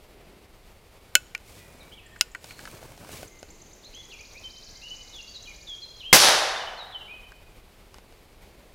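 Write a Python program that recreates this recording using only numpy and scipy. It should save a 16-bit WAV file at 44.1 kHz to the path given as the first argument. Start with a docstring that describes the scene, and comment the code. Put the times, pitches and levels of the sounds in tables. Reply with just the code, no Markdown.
"""A muzzleloader in a leafy wood

A rifle is cocked and shouldered: impacts in the lock and on the stock excite damped modes, and sleeves
rustle by friction. The percussion lock fires; the blast overloads the microphone and rolls away as the
trees scatter it. One songbird warbles, another spins an accelerating trill and a third calls from far
off, all reverberating between the trunks over the hush of a breeze."""
import sys
import numpy as np
from scipy import signal
from scipy.fft import rfft, irfft, next_fast_len
from scipy.io import wavfile

SR = 44100
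rng = np.random.default_rng(int(sys.argv[2]) if len(sys.argv) > 2 else 0)


def bounce(signal):
    """Save signal as a 16-bit WAV file at the path given by the first command-line argument."""
    frames = np.transpose(np.atleast_2d(signal))
    limited = np.clip(frames, -1, 1)
    pcm = np.round(limited * 32767).astype(np.int16)
    wavfile.write(sys.argv[1], SR, pcm)


N = 385740

# noise spectra of the gas jet, its roll through the wood and a dull, far answer: f/Hz, level/dB
JET_SPECTRUM = [(35, -43), (60, -16.5), (149, -11.5), (666, -5), (822, -4), (1220, -7.5), (1340, -6.5),
                (1820, -7), (2090, -6), (2840, -8.5), (4320, -8), (5090, -5), (7940, -12), (13000, -14.5),
                (16000, -22)]
ROLL_SPECTRUM = [(40, -35.5), (110, -19), (175, -18.5), (250, -28), (310, -16), (400, -12), (800, -13.5),
                 (1150, -9.5), (1700, -6.5), (2400, -9), (3800, -2.5), (5800, -4.5), (8000, -14),
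                 (10500, -11.5), (16000, -34.5)]
ANSWER_SPECTRUM = [(100, -58), (280, -14.5), (450, -4.5), (780, 1), (1200, -6), (1700, -5), (3000, -14),
                   (8000, -51)]
# stereo width of the shot and its echoes: f/Hz, side minus mid/dB
SHOT_WIDTH = [(50, -13.5), (700, -30), (4000, -28), (8000, -16.5), (15000, -13)]
# modes of the barrel and its air column: f/Hz, level/dB, T60/s
BORE_MODES = [(172, -6.5, 0.05), (836, -12, 0.17), (2104, 2.5, .05)]
# reflections from single trunks: t/s, level/dB, pulse width/s
TRUNK_ECHOES = [(6.202, 10, .00007), (6.247, 1, 0.00015), (6.2864, 10, 0.000094), (6.2946, -6, 0.000096)]

def shot(fire_s=6.1285, jet_hold_s=.017, jet_rise_s=.00068, jet_t60=.11):
    """Blast wave: expanding gas drives a pressure front and a turbulent jet; trees reflect the sound."""
    t, out = np.arange(2 * SR) / SR, np.zeros((2, N))
    jet = decay(t, jet_t60, jet_hold_s) * rise(t, jet_rise_s)
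    roll = tree_scatter(ROLL_SPECTRUM, hold_s=.099, grain_db=0, width=SHOT_WIDTH) * rise(t, .052)
    answer = tree_scatter(ANSWER_SPECTRUM, hold_s=.022, grain_db=2, width=SHOT_WIDTH) * rise(t, .016)
    add(out, fire_s, -from_db(8) * pressure_pulse(width_s=.00027))   # the front
    add(out, fire_s, jet * noise(JET_SPECTRUM, len(t), SHOT_WIDTH) + from_db(-13) * roll)
    add(out, fire_s, struck(BORE_MODES))
    # a low thump just after the crack
    add(out, fire_s + .009, from_db(-3) * pressure_pulse(width_s=.0012))
    add(out, fire_s + .075, from_db(-19) * answer)
    for s, db, width_s in TRUNK_ECHOES:
        add(out, s, from_db(db) * pressure_pulse(width_s))
    return out


def pressure_pulse(width_s):
    """Friedlander wave: a sudden compression followed by a weaker, longer rarefaction."""
    phase = np.arange(SR // 25) / SR / width_s
    return (1 - phase) * np.exp(-phase)


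# modes of stock, lock plate and barrel: f/Hz, level/dB, T60/s
RIFLE_MODES = [(340, -17, .04), (585, -18, 0.068), (940, -30, 0.018), (1478, -1, 0.07), (1540, 3.5, 0.025),
               (2190, 3, 0.028), (2370, -9, .04), (2605, -5, 0.072), (3010, 2.5, 0.023),
               (3424, -20.5, 0.046), (4320, -7, .035), (4970, -11.5, 0.032), (6700, -15, 0.038),
               (8317, -12.5, .025)]
# modes of a hand-damped knock and of the sear snapping into its notch: frequency ratio, level/dB, T60/s
KNOCK_MODES = [(.52, -16.5, .02), (.8, -3, .016), (1.002, 5, 0.016), (1.17, -4, 0.02), (1.7, -19.5, 0.011),
               (2.3, -14, 0.005)]
SNAP_MODES = [(0.598, -3.5, .007), (.79, 6.5, 0.0029), (0.971, 3.5, 0.0052), (1.059, -6.5, 0.0096),
              (1.32, 0.5, .004), (1.778, 1, 0.0029), (2.199, -6, .003)]
# steel grating on steel: f/Hz, level/dB; and its stereo width: f/Hz, side minus mid/dB
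GRIT_SPECTRUM = [(100, -8.5), (500, -0.5), (4000, -0.5), (8000, -3), (13000, 4), (16000, -3)]
GRIT_WIDTH = [(100, -4), (16000, -5.5)]
# clicks of the lock: t/s, ring level/dB, knock level/dB, knock f/Hz, snap level/dB, snap f/Hz
LOCK_CLICKS = [(1.153, -12.5, -9, 2990, 4, 7040), (1.3496, -37, -19, 2355, -25.5, 5170),
               (1.378, -60, -46, 2520, -41, 6540), (2.2107, -27, -15, 2840, -0.5, 5120),
               (2.349, -40, -26, 1930, -37, 8100)]
# hands and shoulder bump the stock: t/s, knock level/dB, knock f/Hz, level of the fittings' tick/dB
STOCK_BUMPS = [(2.162, -37.5, 1620, -46), (2.3553, -33.5, 1470, -55), (2.443, -40, 774, -31),
               (2.508, -33.5, 2380, -39), (2.592, -35, 1640, -35), (2.654, -32, 1680, -34),
               (2.675, -33.5, 1320, -74), (2.828, -37.5, 616, -47), (2.919, -47, 895, -54),
               (2.977, -44, 710, -45), (3.047, -40, 960, -43), (3.092, -36, 615, -47),
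               (3.23, -32.5, 586, -39), (3.429, -35, 570, -34), (7.320, -40, 1590, -43),
               (7.943, -41.5, 1123, -36.5), (7.984, -42.5, 790, -40.5), (8.124, -47.5, 690, -49)]

def rifle_handling(body_rise_s=.0006, snap_rise_s=.00028, bump_ring_db=-13, tick_hz=4870, grit_db=-25):
    """Impact excitation: each contact snaps and grates the steel, knocks the wood and rings the rifle."""
    hz, mode_db, t60 = np.transpose(RIFLE_MODES)
    t, impacts, grit = np.arange(SR // 6) / SR, np.zeros(N), np.zeros((2, N))
    bumps = [(s, db + bump_ring_db, db, knock_hz, tick_db, tick_hz)
             for s, db, knock_hz, tick_db in STOCK_BUMPS]
    for s, ring_db, knock_db, knock_hz, snap_db, snap_hz in LOCK_CLICKS + bumps:
        ring_hz = hz * rng.normal(1, .0073, len(hz))   # no two blows ring quite alike
        uneven_db = mode_db + rng.normal(0, .64, len(hz))
        ring = struck(zip(ring_hz, uneven_db, t60), gain_db=ring_db)
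        knock = struck(KNOCK_MODES, knock_hz, knock_db)
        snap = struck(SNAP_MODES, snap_hz, snap_db)
        add(impacts, s, (ring + knock) * rise(t, body_rise_s) + snap * rise(t, snap_rise_s))
        grating = noise(GRIT_SPECTRUM, len(t), GRIT_WIDTH) * decay(t, t60=.031)
        add(grit, s, from_db(snap_db + grit_db) * grating)
    near = early_reflections(impacts, wet_db=-18, t60=.07, spread=.8)
    return wood_reverb(near + grit, wet_db=-37, hold_s=.012, rise_s=.006)


# friction spectra of cloth, a dull rub and a hiss: f/Hz, level/dB
RUB_SPECTRUM = [(41, -25.5), (70, 2.5), (368, -8.5), (504, -5.5), (660, -9), (744, -10.5), (1750, -17),
                (2500, -41.5), (3250, -54), (5500, -120)]
HISS_SPECTRUM = [(880, -25), (1500, -19), (2270, -2.5), (2610, -6), (3060, -7.5), (8000, -9.5),
                 (16000, -16)]
# strokes of the arms: t/s, duration/s, relative rub level/dB, relative hiss level/dB
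SLEEVE_STROKES = [(1.428, 0.18, -56, -55), (1.617, 0.32, -53.5, -61.5), (2.402, 0.11, -51.5, -52),
                  (2.547, 0.23, -49, -53.5), (2.778, 0.16, -48.5, -57), (2.958, 0.21, -46.5, -54.5),
                  (3.081, 0.15, -48.5, -50)]

def sleeves(rub_gain_db=-2, hiss_gain_db=1, attack_s=.053, release_t60=.28):
    """Stick-slip friction: sliding cloth radiates grainy noise that builds, holds and dies each stroke."""
    t, rub, hiss = np.arange(SR) / SR, np.zeros(N), np.zeros(N)
    for s, length, rub_db, hiss_db in SLEEVE_STROKES:
        stroke = np.minimum(t / attack_s, 1) * decay(t, release_t60, hold_s=length)
        add(rub, s, from_db(rub_db + rub_gain_db) * stroke)
        add(hiss, s, from_db(hiss_db + hiss_gain_db) * stroke)
    rub *= from_db(3 * flutter(83, N))
    hiss *= from_db(2 * flutter(280, N))
    return rub * noise(RUB_SPECTRUM, N) + hiss * noise(HISS_SPECTRUM, N)


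# notes of a near and a far bird: t/s, duration/s, first f/Hz, last f/Hz, relative level/dB
NEAR_SONG = [(1.80, .031, 4200, 3620, -49.5), (1.916, .035, 2750, 3400, -44),
             (1.973, .036, 3250, 2500, -47.5), (3.835, .05, 3450, 4300, -45),
             (3.932, .085, 2550, 3430, -42.5), (4.105, .055, 3950, 2300, -42.5),
             (4.185, .04, 2150, 2480, -43.5), (4.342, .054, 2000, 2600, -43.5),
             (4.436, .047, 3140, 3070, -37), (4.66, .028, 4800, 4204, -47),
             (4.816, .076, 2550, 2950, -40.5), (4.905, .03, 2990, 2965, -35),
             (5.125, .068, 4100, 3300, -40), (5.182, .032, 3100, 2680, -37.5),
             (5.272, .056, 4500, 4600, -46), (5.342, .039, 4500, 3740, -38), (5.452, .027, 3900, 2750, -44),
             (5.472, 0.029, 2492, 2380, -39.5), (5.504, 0.023, 2416, 2146, -42.5),
             (5.668, .098, 3800, 3240, -34), (5.821, .041, 4200, 4125, -34.5),
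             (5.999, .026, 4150, 2700, -38.5), (6.026, .12, 2500, 3250, -34),
             (6.542, .061, 3500, 3620, -34.5), (6.60, .043, 3400, 2744, -37.5),
             (6.667, .024, 2900, 3093, -35.5), (6.771, .085, 4600, 3750, -38.5),
             (6.921, .034, 3850, 3090, -40.5), (6.943, .046, 3100, 3005, -31),
             (6.997, .033, 2950, 2730, -43.5), (7.075, .095, 2200, 2525, -39)]
FAR_SONG = [(1.55, 0.056, 1840, 1970, -55), (1.58, 0.032, 2490, 2420, -52.5),
            (1.76, 0.1, 2200, 2320, -53.5), (2.02, 0.066, 1905, 1800, -51), (2.49, 0.016, 4450, 4150, -43),
            (3.25, 0.13, 2146, 2080, -59), (3.83, 0.073, 2470, 2350, -63), (3.93, 0.07, 2250, 2030, -57),
            (4.63, .045, 1580, 1710, -59.5), (4.72, 0.054, 1995, 2130, -57), (4.9, 0.074, 2455, 2454, -55),
            (5.01, .045, 2030, 2200, -55), (5.57, .029, 1880, 1720, -60), (8.5, 0.043, 2080, 2500, -65.5)]

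def songbirds():
    """Direct-to-reverberant ratio: leaves blur the near song; the far one arrives mostly as echo."""
    near = from_db(-2) * whistles(NEAR_SONG, waver=.005, slide_waver=.27)
    far = from_db(-10) * whistles(FAR_SONG, waver=.025, slide_waver=.15)
    near = early_reflections(near, wet_db=-13.5, t60=.12, spread=.05)
    return (wood_reverb(near, wet_db=-5, hold_s=.02, rise_s=.0072)
            + wood_reverb(far, wet_db=9.5, hold_s=.017, rise_s=.0055))


def whistles(notes, waver, slide_waver, glide_s=.022):
    """Frequency modulation: each tone glides exponentially to its pitch, trembling more in fast slides."""
    out = np.zeros(N)
    for s, length, first_hz, last_hz, db in notes:
        t = np.arange(int(length * SR)) / SR
        remaining = np.exp(-t / glide_s)
        glide_hz = last_hz + (first_hz - last_hz) * (remaining - remaining[-1]) / (1 - remaining[-1])
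        depth = waver + slide_waver * remaining * abs(np.log(last_hz / first_hz))
        hz = glide_hz * (1 + depth * flutter(600, len(t)))
        envelope = np.sqrt(np.abs(np.sin(np.pi * t / length)))
        add(out, s, from_db(db) * envelope * tone(hz))
    return out


# one upward flick of the trill: t/s from its onset, f/Hz before the pitch ratio, relative level/dB
FLICK_SWEEP = [(0, 3450, -10), (.007, 4100, -3), (.012, 4620, -.5), (.017, 5200, -1), (.020, 5600, 0),
               (.023, 6050, 1.5), (.028, 6800, -1.5), (.034, 7550, -8)]
# runs of flicks: start t/s, end t/s, period/s, change of period per flick/s
TRILL_RUNS = [(2.066, 3.0, .126, 0), (3.279, 3.9, .1137, 0), (3.95, 4.17, .101, -.015),
              (4.209, 6.0, .0616, .00028)]
# how hard the bird sings: t/s, level/dB, gain of the sweep's lower part/dB, pitch ratio
TRILL_EFFORT = [(2.1, -50.5, -28, 1.19), (3.0, -63, -30, 0.9), (3.3, -42.5, -13, 1.04),
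                (3.7, -44, -9.5, 1.004), (4.25, -46, -1.5, 0.97), (4.7, -45.5, 2.5, 1.0),
                (5.6, -44, -4, .99), (6.0, -52, 2.5, 0.99)]

def trilling_bird(lead_s=.025, min_period_s=.05, waver=.013, uneven_db=2, notch_hz=5550, notch_q=5):
    """Chirp train: rising sweeps hurry into a trill; a notch splits each direct one into chirp and tick."""
    flick_s, flick_hz, flick_db = np.transpose(FLICK_SWEEP)
    effort_s, *effort = np.transpose(TRILL_EFFORT)
    t, trill = np.arange(int(flick_s[-1] * SR)) / SR, np.zeros(N)
    sweep_hz, sweep_db = np.interp(t, flick_s, flick_hz), np.interp(t, flick_s, flick_db)
    lower_part = np.interp(sweep_hz, [5600, 6000], [1, 0])
    window = signal.windows.tukey(len(t), .15)
    for start, end, period, change in TRILL_RUNS:
        periods = np.maximum(period + change * np.arange(40), min_period_s)
        times = start + np.append(0, np.cumsum(periods))
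        for s in times[times < end]:
            db, lower_db, pitch = (np.interp(s, effort_s, column) for column in effort)
            hz = pitch * sweep_hz * (1 + waver * flutter(500, len(t)))
            level_db = db + sweep_db + lower_db * lower_part + uneven_db * flutter(200, len(t))
            add(trill, s - lead_s, from_db(level_db) * window * tone(hz))
    # the middle of the sweep arrives only as echo
    direct_middle = signal.lfilter(*signal.iirpeak(notch_hz, notch_q, fs=SR), trill)
    return wood_reverb(trill, wet_db=-2, hold_s=.06, rise_s=.008) - direct_middle


# spectra of the breeze's hush and of its swells: f/Hz, level/dB
HUSH_SPECTRUM = [(12, -29), (20, 1.5), (44, -1.5), (91, -8), (123, -12), (285, -17), (388, -14), (558, -16),
                 (1710, -26), (2200, -23), (3160, -27), (4670, -28.5), (5850, -33), (14700, -36),
                 (16000, -44.5)]
SWELL_SPECTRUM = [(60, -12), (200, 1), (400, 5), (700, -4.5), (1400, -14), (2200, -8.5), (4500, -19.5),
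                  (7000, -31.5), (16000, -39.5)]
# soft swells: peak t/s, half width/s, level/dB
BREEZE_SWELLS = [(.25, 0.19, -55.5), (1.8, 0.5, -68.5), (3.6, 0.55, -59.5), (8.55, 0.31, -62)]

def breeze(hush_db=-52.5, waver_db=1.33):
    """Flow noise: moving air makes a low, wavering hush with a few Gaussian swells."""
    t = np.arange(N) / SR
    swells = sum(from_db(db) * np.exp(-((t - s) / width) ** 2) for s, width, db in BREEZE_SWELLS)
    hush = from_db(hush_db + waver_db * flutter(42, N)) * noise(HUSH_SPECTRUM, N)
    return hush + swells * noise(SWELL_SPECTRUM, N)


# reverberation time of the wood: f/Hz, T60/s
WOOD_T60 = [(100, 0.78), (300, 0.84), (700, 1.51), (1600, 1.32), (4000, 0.88), (8000, 0.69), (13000, 0.5)]
# stereo width of diffuse sound: f/Hz, side minus mid/dB
DIFFUSE_WIDTH = [(50, -32.5), (300, -30.5), (1000, -44.5), (3000, -43), (8000, -29.5), (15000, -12)]

def tree_scatter(spectrum, hold_s, grain_db, width=DIFFUSE_WIDTH):
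    """Multiple scattering: the level holds while near trees answer, then decays, fastest in the treble."""
    t = np.arange(2 * SR) / SR
    scatter = rfft(noise(spectrum, len(t), width) * from_db(grain_db * flutter(900, len(t))))
    log_hz = np.log(np.maximum(np.fft.rfftfreq(len(t), 1 / SR), 1))
    centres, out = np.geomspace(60, 16000, 14), 0
    for hz, weights in zip(centres, np.eye(len(centres))):
        band = irfft(scatter * np.interp(log_hz, np.log(centres), weights))
        out = out + band * decay(t, at_hz(WOOD_T60, hz), hold_s)
    return out


def wood_reverb(x, wet_db, hold_s, rise_s):
    """Reverberation: a diffuse field from trunks and leaves builds up behind the direct sound."""
    response = tree_scatter([(100, 0), (16000, 0)], hold_s, grain_db=0)
    t = np.arange(response.shape[1]) / SR
    return echoed(x, response * rise(t, rise_s), wet_db)


def early_reflections(x, wet_db, t60, spread):
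    """Early reflections: surfaces beside the source return quick echoes that differ at each ear."""
    t = np.arange(SR // 6) / SR
    mid, side = rng.standard_normal((2, len(t)))
    return echoed(x, (mid + spread * side * [[1], [-1]]) * decay(t, t60), wet_db)


def echoed(x, response, wet_db):
    """Convolution: the direct sound plus its echoes through an impulse response of energy wet_db."""
    response = response / np.sqrt(np.sum(response[0] ** 2))
    return x + from_db(wet_db) * signal.oaconvolve(np.atleast_2d(x), response, axes=1)[:, :N]


def struck(modes, pitch=1, gain_db=0):
    """Modal superposition: one blow sets off damped sines, their frequencies multiplied by pitch."""
    t = np.arange(SR // 6) / SR
    return sum(from_db(db + gain_db) * decay(t, t60) * np.sin(2 * np.pi * f * pitch * t)
               for f, db, t60 in modes)


def noise(spectrum, size, width=DIFFUSE_WIDTH):
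    """Spectral shaping: mid-side stereo noise with the given relative spectral density, at rms 1."""
    padded = next_fast_len(size)
    hz = np.maximum(np.fft.rfftfreq(padded, 1 / SR), 1)
    mid, side = rfft(rng.standard_normal((2, padded)))
    pair = mid + from_db(at_hz(width, hz)) * side * [[1], [-1]]
    shaped = irfft(pair * from_db(at_hz(spectrum, hz)), padded)[:, :size]
    return shaped / np.sqrt(np.mean(shaped ** 2) + 1e-20)


def flutter(rate_hz, size):
    """Random modulation: interpolated Gaussian values with a spread near 1."""
    return np.interp(np.arange(size) / SR * rate_hz, np.arange(4000), rng.standard_normal(4000))


def tone(hz):
    """A sine whose phase is the integral of its frequency."""
    return np.sin(2 * np.pi * np.cumsum(hz) / SR)


def rise(t, rise_s):
    """Exponential approach to 1."""
    return 1 - np.exp(-t / rise_s)


def decay(t, t60, hold_s=0):
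    """Exponential decay: after the hold, 60 dB in every t60."""
    return from_db(-60 * np.maximum(t - hold_s, 0) / t60)


def from_db(db):
    return 10 ** (np.asarray(db) / 20)


def at_hz(points, hz):
    """Interpolation along a logarithmic frequency axis."""
    known_hz, values = np.transpose(points)
    return np.interp(np.log(hz), np.log(known_hz), values)


def add(track, s, sound):
    """Mix a sound in at time s."""
    start = max(int(s * SR), 0)
    track[..., start:start + sound.shape[-1]] += sound[..., :track.shape[-1] - start]


def scene():
    """Linear superposition: the pressures of all sources add."""
    return rifle_handling() + sleeves() + shot() + songbirds() + trilling_bird() + breeze()


def record(dry, ceiling=.9, threshold=.38, follow_s=.006, cutoff_hz=15900):
    """Saturation: the microphone overloads, a limiter lowers lasting peaks and a low-pass cuts the top."""
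    clipped = dry / (1 + (dry / ceiling) ** 4) ** (1 / 4)
    pole = np.exp(-1 / (follow_s * SR))
    rms = np.sqrt(signal.lfilter([1 - pole], [1, -pole], np.mean(clipped ** 2, axis=0)))
    limited = clipped / np.maximum(rms / threshold, 1)
    return signal.sosfilt(signal.ellip(10, .1, 80, cutoff_hz, fs=SR, output="sos"), limited)


dry = scene()
out = record(dry)
bounce(out)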